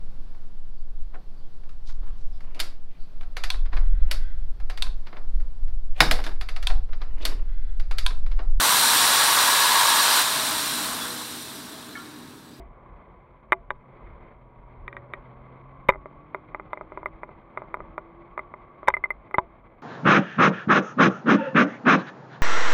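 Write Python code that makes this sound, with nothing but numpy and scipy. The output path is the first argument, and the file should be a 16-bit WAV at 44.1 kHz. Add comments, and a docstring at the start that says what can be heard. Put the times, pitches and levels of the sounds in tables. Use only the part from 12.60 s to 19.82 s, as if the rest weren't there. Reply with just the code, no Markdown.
"""Car cabin on a wet track

A turbocharged six-cylinder car pulls through bends, heard by a camera in a closed plastic case. Engine orders
and gear whine follow the crank speed, over body rumble, tyre roar and spray. The case rattles on its mount:
knocks, taps, clinks and ticks excite the same modes of its shell; knocks, taps and ticks each weight them
differently, and clinks share the weighting of taps."""
import sys
import numpy as np
from scipy import signal
from scipy.fft import rfft, irfft
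from scipy.io import wavfile
from scipy.ndimage import uniform_filter1d, minimum_filter1d

SR = 44100
rng = np.random.default_rng(int(sys.argv[2]) if len(sys.argv) > 2 else 0)


def bounce(signal):
    """Save signal as a 16-bit WAV file at the path given by the first command-line argument."""
    frames = np.transpose(np.atleast_2d(signal))
    limited = np.clip(frames, -1, 1)
    pcm = np.round(limited * 32767).astype(np.int16)
    wavfile.write(sys.argv[1], SR, pcm)


N = 318402
TIME = np.arange(N) / SR

# normal modes of the case: f/Hz, bandwidth/Hz, level/dB when knocked, when tapped, when ticked
CASE_MODES = [(388.6, 20.5, -1, 2, 3), (543.5, 59, -2.5, -6, -30), (612, 43, -2, 3.5, -7),
              (850, 41, -2, -0.5, -13), (992, 62, 2, 4.5, -2), (1168, 68, 0, 2, -1),
              (1232, 80, -2.5, 2.5, -1), (1410, 54, -10, -4.5, -21), (1580, 110, -3.5, -24.5, -3.5),
              (1905, 46, -24, -16.5, 2), (2072, 165, 2, -4.5, -17), (2386, 170, -6, -11, 0),
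              (2990, 130, -1.5, -21, -4), (3670, 270, -0.5, -11, 1), (8400, 210, -10, -18.5, -7),
              (9960, 170, -2.5, -4.5, -7), (13300, 280, -11.5, -13.5, -18), (14020, 440, -2.5, -1, -6)]
# three ringing pitches of the clink, plus a broad, harsh edge near 3.6 kHz: f/Hz, bandwidth/Hz, level/dB
CLINK_PEAKS = [(2058, 88, 4), (3600, 850, -18), (9900, 66, 3.5), (14065, 75, 0)]


def engine(wobble=0.002, roughness=0.68, whine_roughness=0.76, gear_ratio=7.7):
    """Forced vibration: engine orders and gear whine are multiples of one firing rate, scaled by load."""
    # engine speed: t/s, firing rate/Hz
    revs = [(0, 131.2), (1.1, 129.9), (1.95, 123.9), (2.65, 125.5), (3.15, 134), (3.9, 155.4), (4.2, 156.5),
            (4.6, 163), (4.95, 164.8), (5.25, 162.3), (5.95, 177.6), (6.4, 175.3), (7.1, 163.6)]
    # throttle load: t/s, level/dB
    load = [(0, -4), (.5, -17), (1.1, -4), (1.7, -8.5), (1.95, -1.5), (3.15, 2), (3.9, -2), (4.55, -2.5),
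            (4.85, -13), (5.25, -3.5), (5.6, 1.5), (6.3, -12), (7.22, -14)]
    # first two orders at full load, shaped by cabin resonances: f/Hz, level/dB
    cabin_response = [(122, -54.5), (134, -53.5), (150, -59.5), (180, -65.5), (255, -65), (295, -61),
                      (330, -52), (355, -57)]
    # brief exhaust howl: t/s, level/dB
    howl_levels = [(2.1, -72), (2.33, -57.5), (2.58, -57), (2.85, -76)]
    # gear whine against its pitch: f/Hz, relative level/dB
    whine_response = [(955, -63.5), (1000, -60.5), (1150, -62), (1290, -71)]
    # weaker orders: multiple of the firing rate, relative level/dB
    weak_orders = [(1.33, -62.5), (1.498, -68.5), (1.67, -62), (2.5, -73.5), (3, -70.5), (3.5, -63.5),
                   (4, -65.5), (4.5, -68), (4.998, -70.5), (6.001, -67)]
    firing_hz, load_db = curve(revs), curve(load)
    cycles = np.cumsum(firing_hz * (1 + wobble * drift(9.2))) / SR

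    def partial(multiple, db, flutter):
        """Amplitude modulation: uneven combustion makes one order flutter about its rms level."""
        envelope = np.sqrt(2) * amp(db) * unit(1 + flutter * drift(11))
        return envelope * np.sin(2 * np.pi * (multiple * cycles + rng.random()))

    drone = sum(partial(k, load_db + level_at(cabin_response, k * firing_hz), .15) for k in (1, 2))
    howl = partial(4.5, curve(howl_levels), flutter=.4)
    whine_db = level_at(whine_response, gear_ratio * firing_hz) - 2 + 0.28 * load_db
    whine = partial(gear_ratio, whine_db, whine_roughness)
    growl = sum(partial(k, db - 6 + 0.26 * load_db, roughness) for k, db in weak_orders)
    return drone + howl + whine + growl


def rattle(blows, mode_db, part_peaks, chatter, chatter_s, treble_hz, lag_order, scatter_db=2.5):
    """Modal superposition: each blow rings the case and one attached part, heard through the wall."""
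    # transmission through the case wall: f/Hz, gain/dB
    wall = [(150, -0.5), (330, 9), (2350, 6), (2600, -11), (3700, -16), (4100, -33.5), (7200, -39),
            (9000, -32), (14500, -38), (16000, -48.5)]
    size = 8192
    f, t = np.fft.rfftfreq(size, 1 / SR) + 1, np.arange(size) / SR
    modes = np.array(CASE_MODES)
    mode_power = resonance(f, modes[:, :1], modes[:, 1:2]) ** 2
    part = sum(amp(db) * resonance(f, hz, width) for hz, width, db in part_peaks)
    wall_db, octaves = level_at(wall, f), np.log2(f / 1000)
    share = chatter * f / (f + treble_hz)  # the faces chatter after contact, mostly in the treble
    fade = np.cos(np.pi / 2 * t / t[-1]) ** 2
    out = np.zeros(N)
    for s, db, tilt, part_db in blows:
        strength = amp(mode_db + scatter_db * rng.standard_normal(len(modes)))  # no two blows land alike
        shell = np.sqrt(strength ** 2 @ mode_power) * amp(db + wall_db + tilt * octaves)
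        ring = rfft(minimum_phase(shell * np.hypot(1, amp(part_db) * part)))
        scrape = rng.standard_normal(size) * np.exp(-t / chatter_s)
        hit = ring * (1 + share * rfft(scrape) / np.linalg.norm(scrape)) / np.hypot(1, share)
        hit *= np.linalg.norm(ring) / np.linalg.norm(hit)  # chatter spreads a blow but keeps its energy
        add(out, s, fade * irfft(hit * wall_lag(f) ** lag_order))
    return out


def wall_lag(f, hz=1600, width_hz=1500):
    """Dispersion: bending waves cross the wall late in the middle band, so a click swells gradually."""
    detune = 1j * (f ** 2 - hz ** 2) / (f * width_hz)
    return (1 - detune) / (1 + detune)


def knocks(mode_db):
    """Impact excitation: heavy blows ring the shell and its hollow lid."""
    # heavy blows: t/s, level/dB, tilt/(dB per octave), lid ring/dB
    blows = [(.9212, 18, 2, -1.5), (.9280, 7, 3.5, 10.5), (1.1047, 7, 1.5, -11), (1.1112, -9.5, -5.5, 9),
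             (3.2868, 7, 5, -3), (3.2899, 24, -2.5, -10.5), (3.2992, 9.5, 2.5, -12), (6.2738, 0.5, 1, 0),
             (6.2795, 8, 5, -8), (6.2830, 16.5, .5, 11.5), (6.3016, -2, 2.5, 9), (6.7445, 2.5, -3.5, 3.5),
             (6.7828, 11.5, 0, 10), (6.7880, -11, 6, 14)]
    # modes of the lid: f/Hz, bandwidth/Hz, level/dB
    lid_modes = [(987, 300, 1), (1270, 100, -23.5)]
    return rattle(blows, mode_db, lid_modes, chatter=1.35, chatter_s=0.0032, treble_hz=2395,
                  lag_order=3, scatter_db=1.85)


def taps(mode_db, tilt_db_per_octave=-0.4, hardening=0.34, ping_db=-5):
    """Contact stiffening: harder taps of the mount's joint are shorter, hence brighter."""
    # light contacts: t/s, level/dB
    contacts = [(3.3473, -10), (3.3571, -9), (3.4574, -6.5), (3.7463, 4.5), (3.9464, 2), (3.9972, -3),
                (4.1316, 5), (4.1733, -5.5), (4.2104, -5), (4.3201, -6.5), (4.374, -1.8), (4.4302, -7),
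                (4.6328, -.5), (4.691, -11), (5.019, -5.5), (5.1419, 5), (5.1698, -10.5), (5.2035, -6.5),
                (5.3795, 4), (5.777, 1.5), (5.9388, -3.5), (6.23, -6)]
    blows = [(s, db, tilt_db_per_octave + hardening * db, ping_db) for s, db in contacts]
    return rattle(blows, mode_db, CLINK_PEAKS, chatter=1.0, chatter_s=0.0029, treble_hz=3500, lag_order=2)


def clinks(mode_db, tilt_db_per_octave=0.9):
    """Free vibration: a loose metal part of the mount strikes the case and pings."""
    # metal contacts: t/s, level/dB, ping/dB
    contacts = [(3.3217, -6, 5), (3.3356, -9, 8.5), (4.458, 3.5, 10.5), (4.9736, 2.5, 7.5),
                (5.7918, 1, 6.5), (6.3387, -0.5, 24), (6.367, -2.5, 15), (6.4383, -1.5, 24.5),
                (6.4557, -5.5, 8), (6.5041, -2, 21.5), (6.7104, -11.5, 5), (6.7423, 4.5, 16)]
    blows = [(s, db, tilt_db_per_octave, ping_db) for s, db, ping_db in contacts]
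    return rattle(blows, mode_db, CLINK_PEAKS, chatter=0.92, chatter_s=0.0035, treble_hz=3500,
                  lag_order=3, scatter_db=0.5)


def ticks(mode_db, tilt_db_per_octave=2.5, hardening=.1, ping_db=4):
    """Point of excitation: leaning on its other side, the joint weights the modes differently."""
    # small contacts: t/s, level/dB; the faint first one is a splash of water striking the case
    contacts = [(1.471, -22), (2.2794, -2.5), (2.3277, -10), (2.367, -5.5), (2.5363, .8)]
    blows = [(s, db, tilt_db_per_octave + hardening * db, ping_db) for s, db in contacts]
    return rattle(blows, mode_db, CLINK_PEAKS, chatter=0.41, chatter_s=0.0041, treble_hz=3000,
                  lag_order=2)


def jolts(push_s=.0011, sway_hz=53, sway_t60_s=.5):
    """Damped oscillation: after a short push the camera sways and its bracket rings on."""
    # shocks to the mount: t/s, push/dB, sway/dB, bracket ring/dB
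    shocks = [(-.03, -42, -34, -33), (0.9223, -41, -74, -33), (3.2923, -19.5, -43.5, -57),
              (6.2841, -30, -41, -42.5), (6.784, -15.5, -44, -34.5)]
    # modes of the bracket: f/Hz, level/dB, T60/s
    bracket_modes = [(376.7, 6.5, 0.13), (680, -1, 0.21), (1124, -18, 0.32)]
    t, out = np.arange(SR // 2) / SR, np.zeros(N)

    def damped(hz, t60):
        """Exponential decay: a sine that loses 60 dB in t60 seconds."""
        return np.sin(2 * np.pi * hz * t) * np.exp(-np.log(1000) * t / t60)

    push = t / push_s * np.exp(1 - t / push_s) * (1 - t / push_s / 2)
    sway = damped(sway_hz, sway_t60_s)
    ring = sum(amp(db) * damped(hz, t60) for hz, db, t60 in bracket_modes)
    for s, push_db, sway_db, ring_db in shocks:
        add(out, s, amp(push_db) * push + amp(sway_db) * sway + amp(ring_db) * ring)
    return out


def cracks(low_hz=3800, high_hz=7000, length_s=0.0023):
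    """Band-limited transient: a brief, bright crack of noise on the hardest knocks."""
    # noise bursts: t/s, level before filtering/dB
    bursts = [(0.9208, -37.5), (3.2896, -26.5), (6.2836, -16.5)]
    bandpass = signal.butter(1, [low_hz, high_hz], "band", fs=SR, output="sos")
    lowpass = signal.butter(1, high_hz, fs=SR, output="sos")
    swell = signal.windows.hann(round(length_s * SR))
    out = np.zeros(N)
    for s, db in bursts:
        add(out, s, amp(db) * swell * rng.standard_normal(len(swell)))
    return signal.sosfilt(np.vstack([bandpass, lowpass]), out)


def rumble(smooth_db=-55.5, uneven_db=3.5, rise_s=0.036, fall_s=.08):
    """Random vibration of the body: each bump adds power quickly and the dampers dissipate it."""
    # body vibration: f/Hz, relative spectral level/dB
    spectrum = [(8.8, -35), (15, -9.5), (43, 5), (59, -3.5), (86, -6), (97, -12.5), (105, -9), (140, -37),
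                (230, -120)]
    # bumps in the track: t/s, level over the steady rumble/dB
    bumps = [(1.49, 12.5), (2.0, 6.5), (2.22, 6.5), (2.38, 9.5), (2.53, 7), (2.78, 4), (3.02, 6.5),
             (3.33, 10), (4.33, 5), (4.49, 6.5), (5.19, 5), (6.31, 8.5), (6.8, 2)]
    power = np.ones(N)
    for s, db in bumps:
        distance = np.maximum((s - TIME) / rise_s, (TIME - s) / fall_s)
        power += (amp(db) * np.exp(-distance ** 2 / 2)) ** 2
    envelope = amp(smooth_db + uneven_db * drift(4.5)) * np.sqrt(power)
    return envelope * coloured(rng.standard_normal(N), spectrum)


def wet_tyres(spray_db=-14, flicker_db=2.2, drops_per_s=500, drop_share=0.15, enter_s=0.1, leave_s=0.05):
    """Rolling noise, and spray with the shot noise of drops on the wheel arches; puddles swell them."""
    # tyre roar: f/Hz, relative spectral level/dB
    roar_spectrum = [(53, -39.5), (90, -12), (129, -6), (194, -10.5), (253, -11.5), (306, -17), (339, -8),
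                     (401, -12.5), (455, -12.5), (530, -11.5), (626, -11.5), (788, -14.5), (1130, -10.5),
                     (1310, -19.5), (1900, -29), (2470, -61), (4180, -120)]
    # spray: f/Hz, relative spectral level/dB
    spray_spectrum = [(1030, -24), (1750, -13), (1880, -18), (2010, 0.5), (2130, 1), (2600, -12.5),
                      (2800, -21), (3120, -16), (3550, -21), (4620, -36), (7810, -120)]
    # roar along the wet track: t/s, level/dB
    rolling_levels = [(0, -55), (1.1, -57.5), (1.9, -56.5), (2.6, -51), (3.45, -54.5), (3.8, -52),
                      (6.2, -52.5), (7.22, -55.5)]
    # standing water: t/s, duration/s, roar rise/dB, spray rise/dB
    puddles = [(0.088, 0.49, 4, 2), (1.195, 0.567, 6, 6), (2.204, 0.44, 1.5, 0), (4.884, 0.45, 3.5, 1.5)]
    roar_level = curve(rolling_levels)
    spray_level = roar_level + spray_db
    for start, length, roar_rise_db, spray_rise_db in puddles:
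        depth = np.clip(np.minimum((TIME - start) / enter_s, (start + length - TIME) / leave_s), 0, 1)
        roar_level += roar_rise_db * depth
        spray_level += spray_rise_db * depth
    splash_db = flicker_db * drift(31)  # uneven standing water
    roar = amp(roar_level + 0.49 * splash_db) * coloured(rng.standard_normal(N), roar_spectrum)
    drops = (rng.random(N) < drops_per_s / SR) * rng.standard_normal(N)
    water = rng.standard_normal(N) + drop_share * unit(drops)
    return roar + amp(spray_level + splash_db) * coloured(water, spray_spectrum)


def scrub(hz=1125, width_hz=70):
    """Stick-slip friction: tread blocks sing faintly in a narrow band of noise."""
    # scrub through the bends: t/s, level/dB
    levels = [(0, -68), (2.5, -69.5), (3.25, -56), (4.2, -69.5), (5.3, -61), (6.2, -56), (6.45, -66.5),
              (7.22, -72.5)]
    band = resonance(np.fft.rfftfreq(N, 1 / SR), hz, width_hz) ** 2
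    return amp(curve(levels)) * unit(irfft(rfft(rng.standard_normal(N)) * band, N))


def amp(db):
    """Amplitude ratio of a level in decibels."""
    return 10 ** (np.asarray(db) / 20)


def unit(x):
    """Normalisation to rms 1."""
    return x / np.sqrt(np.mean(x ** 2) + 1e-20)


def level_at(spectrum, hz):
    """Interpolation of levels on a log-frequency axis."""
    f, db = np.transpose(spectrum)
    return np.interp(np.log(hz + 1), np.log(f + 1), db)


def curve(points):
    """Linear interpolation of (t/s, value) points over the scene."""
    return np.interp(TIME, *np.transpose(points))


def add(mix, s, sound):
    """Superposition of a sound on the mix from time s."""
    start = round(s * SR)
    sound = sound[max(-start, 0):]
    part = mix[max(start, 0):][:len(sound)]
    part += sound[:len(part)]


def drift(rate_hz):
    """Slow random fluctuation: low-pass noise of rms 1."""
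    f = np.fft.rfftfreq(N, 1 / SR)
    return unit(irfft(rfft(rng.standard_normal(N)) / (1 + (f / rate_hz) ** 2), N))


def coloured(x, spectrum):
    """Spectral shaping to rms 1, with a steep roll-off beyond the ends of the spectrum."""
    f = np.fft.rfftfreq(N, 1 / SR) + 1
    outside = np.maximum(np.maximum(f / spectrum[-1][0], spectrum[0][0] / f), 1)
    return unit(irfft(rfft(x) * amp(level_at(spectrum, f)) / outside ** 4, N))


def resonance(f, hz, width_hz):
    """Magnitude response of one resonator, 1 at its centre."""
    return 1 / np.hypot(1, 2 * (f - hz) / width_hz)


def minimum_phase(gain):
    """Causality: the most compact impulse response with this magnitude spectrum."""
    log_gain = np.log(np.maximum(np.r_[gain, gain[-2:0:-1]], 1e-5))
    return np.fft.ifft(np.exp(np.conj(signal.hilbert(log_gain)))).real


def scene(hiss_db=-97):
    """Superposition of the cabin's drone, the rattling case and a very faint, steady hiss."""
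    _, _, knocked, tapped, ticked = np.transpose(CASE_MODES)
    case = knocks(knocked) + taps(tapped) + clinks(tapped) + ticks(ticked)
    cabin = engine() + rumble() + wet_tyres() + scrub()
    return (cabin + case + jolts() + cracks() + amp(hiss_db) * rng.standard_normal(N))[None]


def record(dry, ceiling=.97, window=31, cutoff_hz=15400):
    """Peak limiting holds the hardest knocks under full scale; a low-pass filter limits the band."""
    gain = 1 / np.maximum(abs(dry) / ceiling, 1)
    limited = dry * uniform_filter1d(minimum_filter1d(gain, window), window)
    lowpass = signal.firwin(511, cutoff_hz, window=("kaiser", 9), fs=SR)
    return signal.oaconvolve(limited, lowpass[None], "same")


dry = scene()
out = record(dry)
bounce(out)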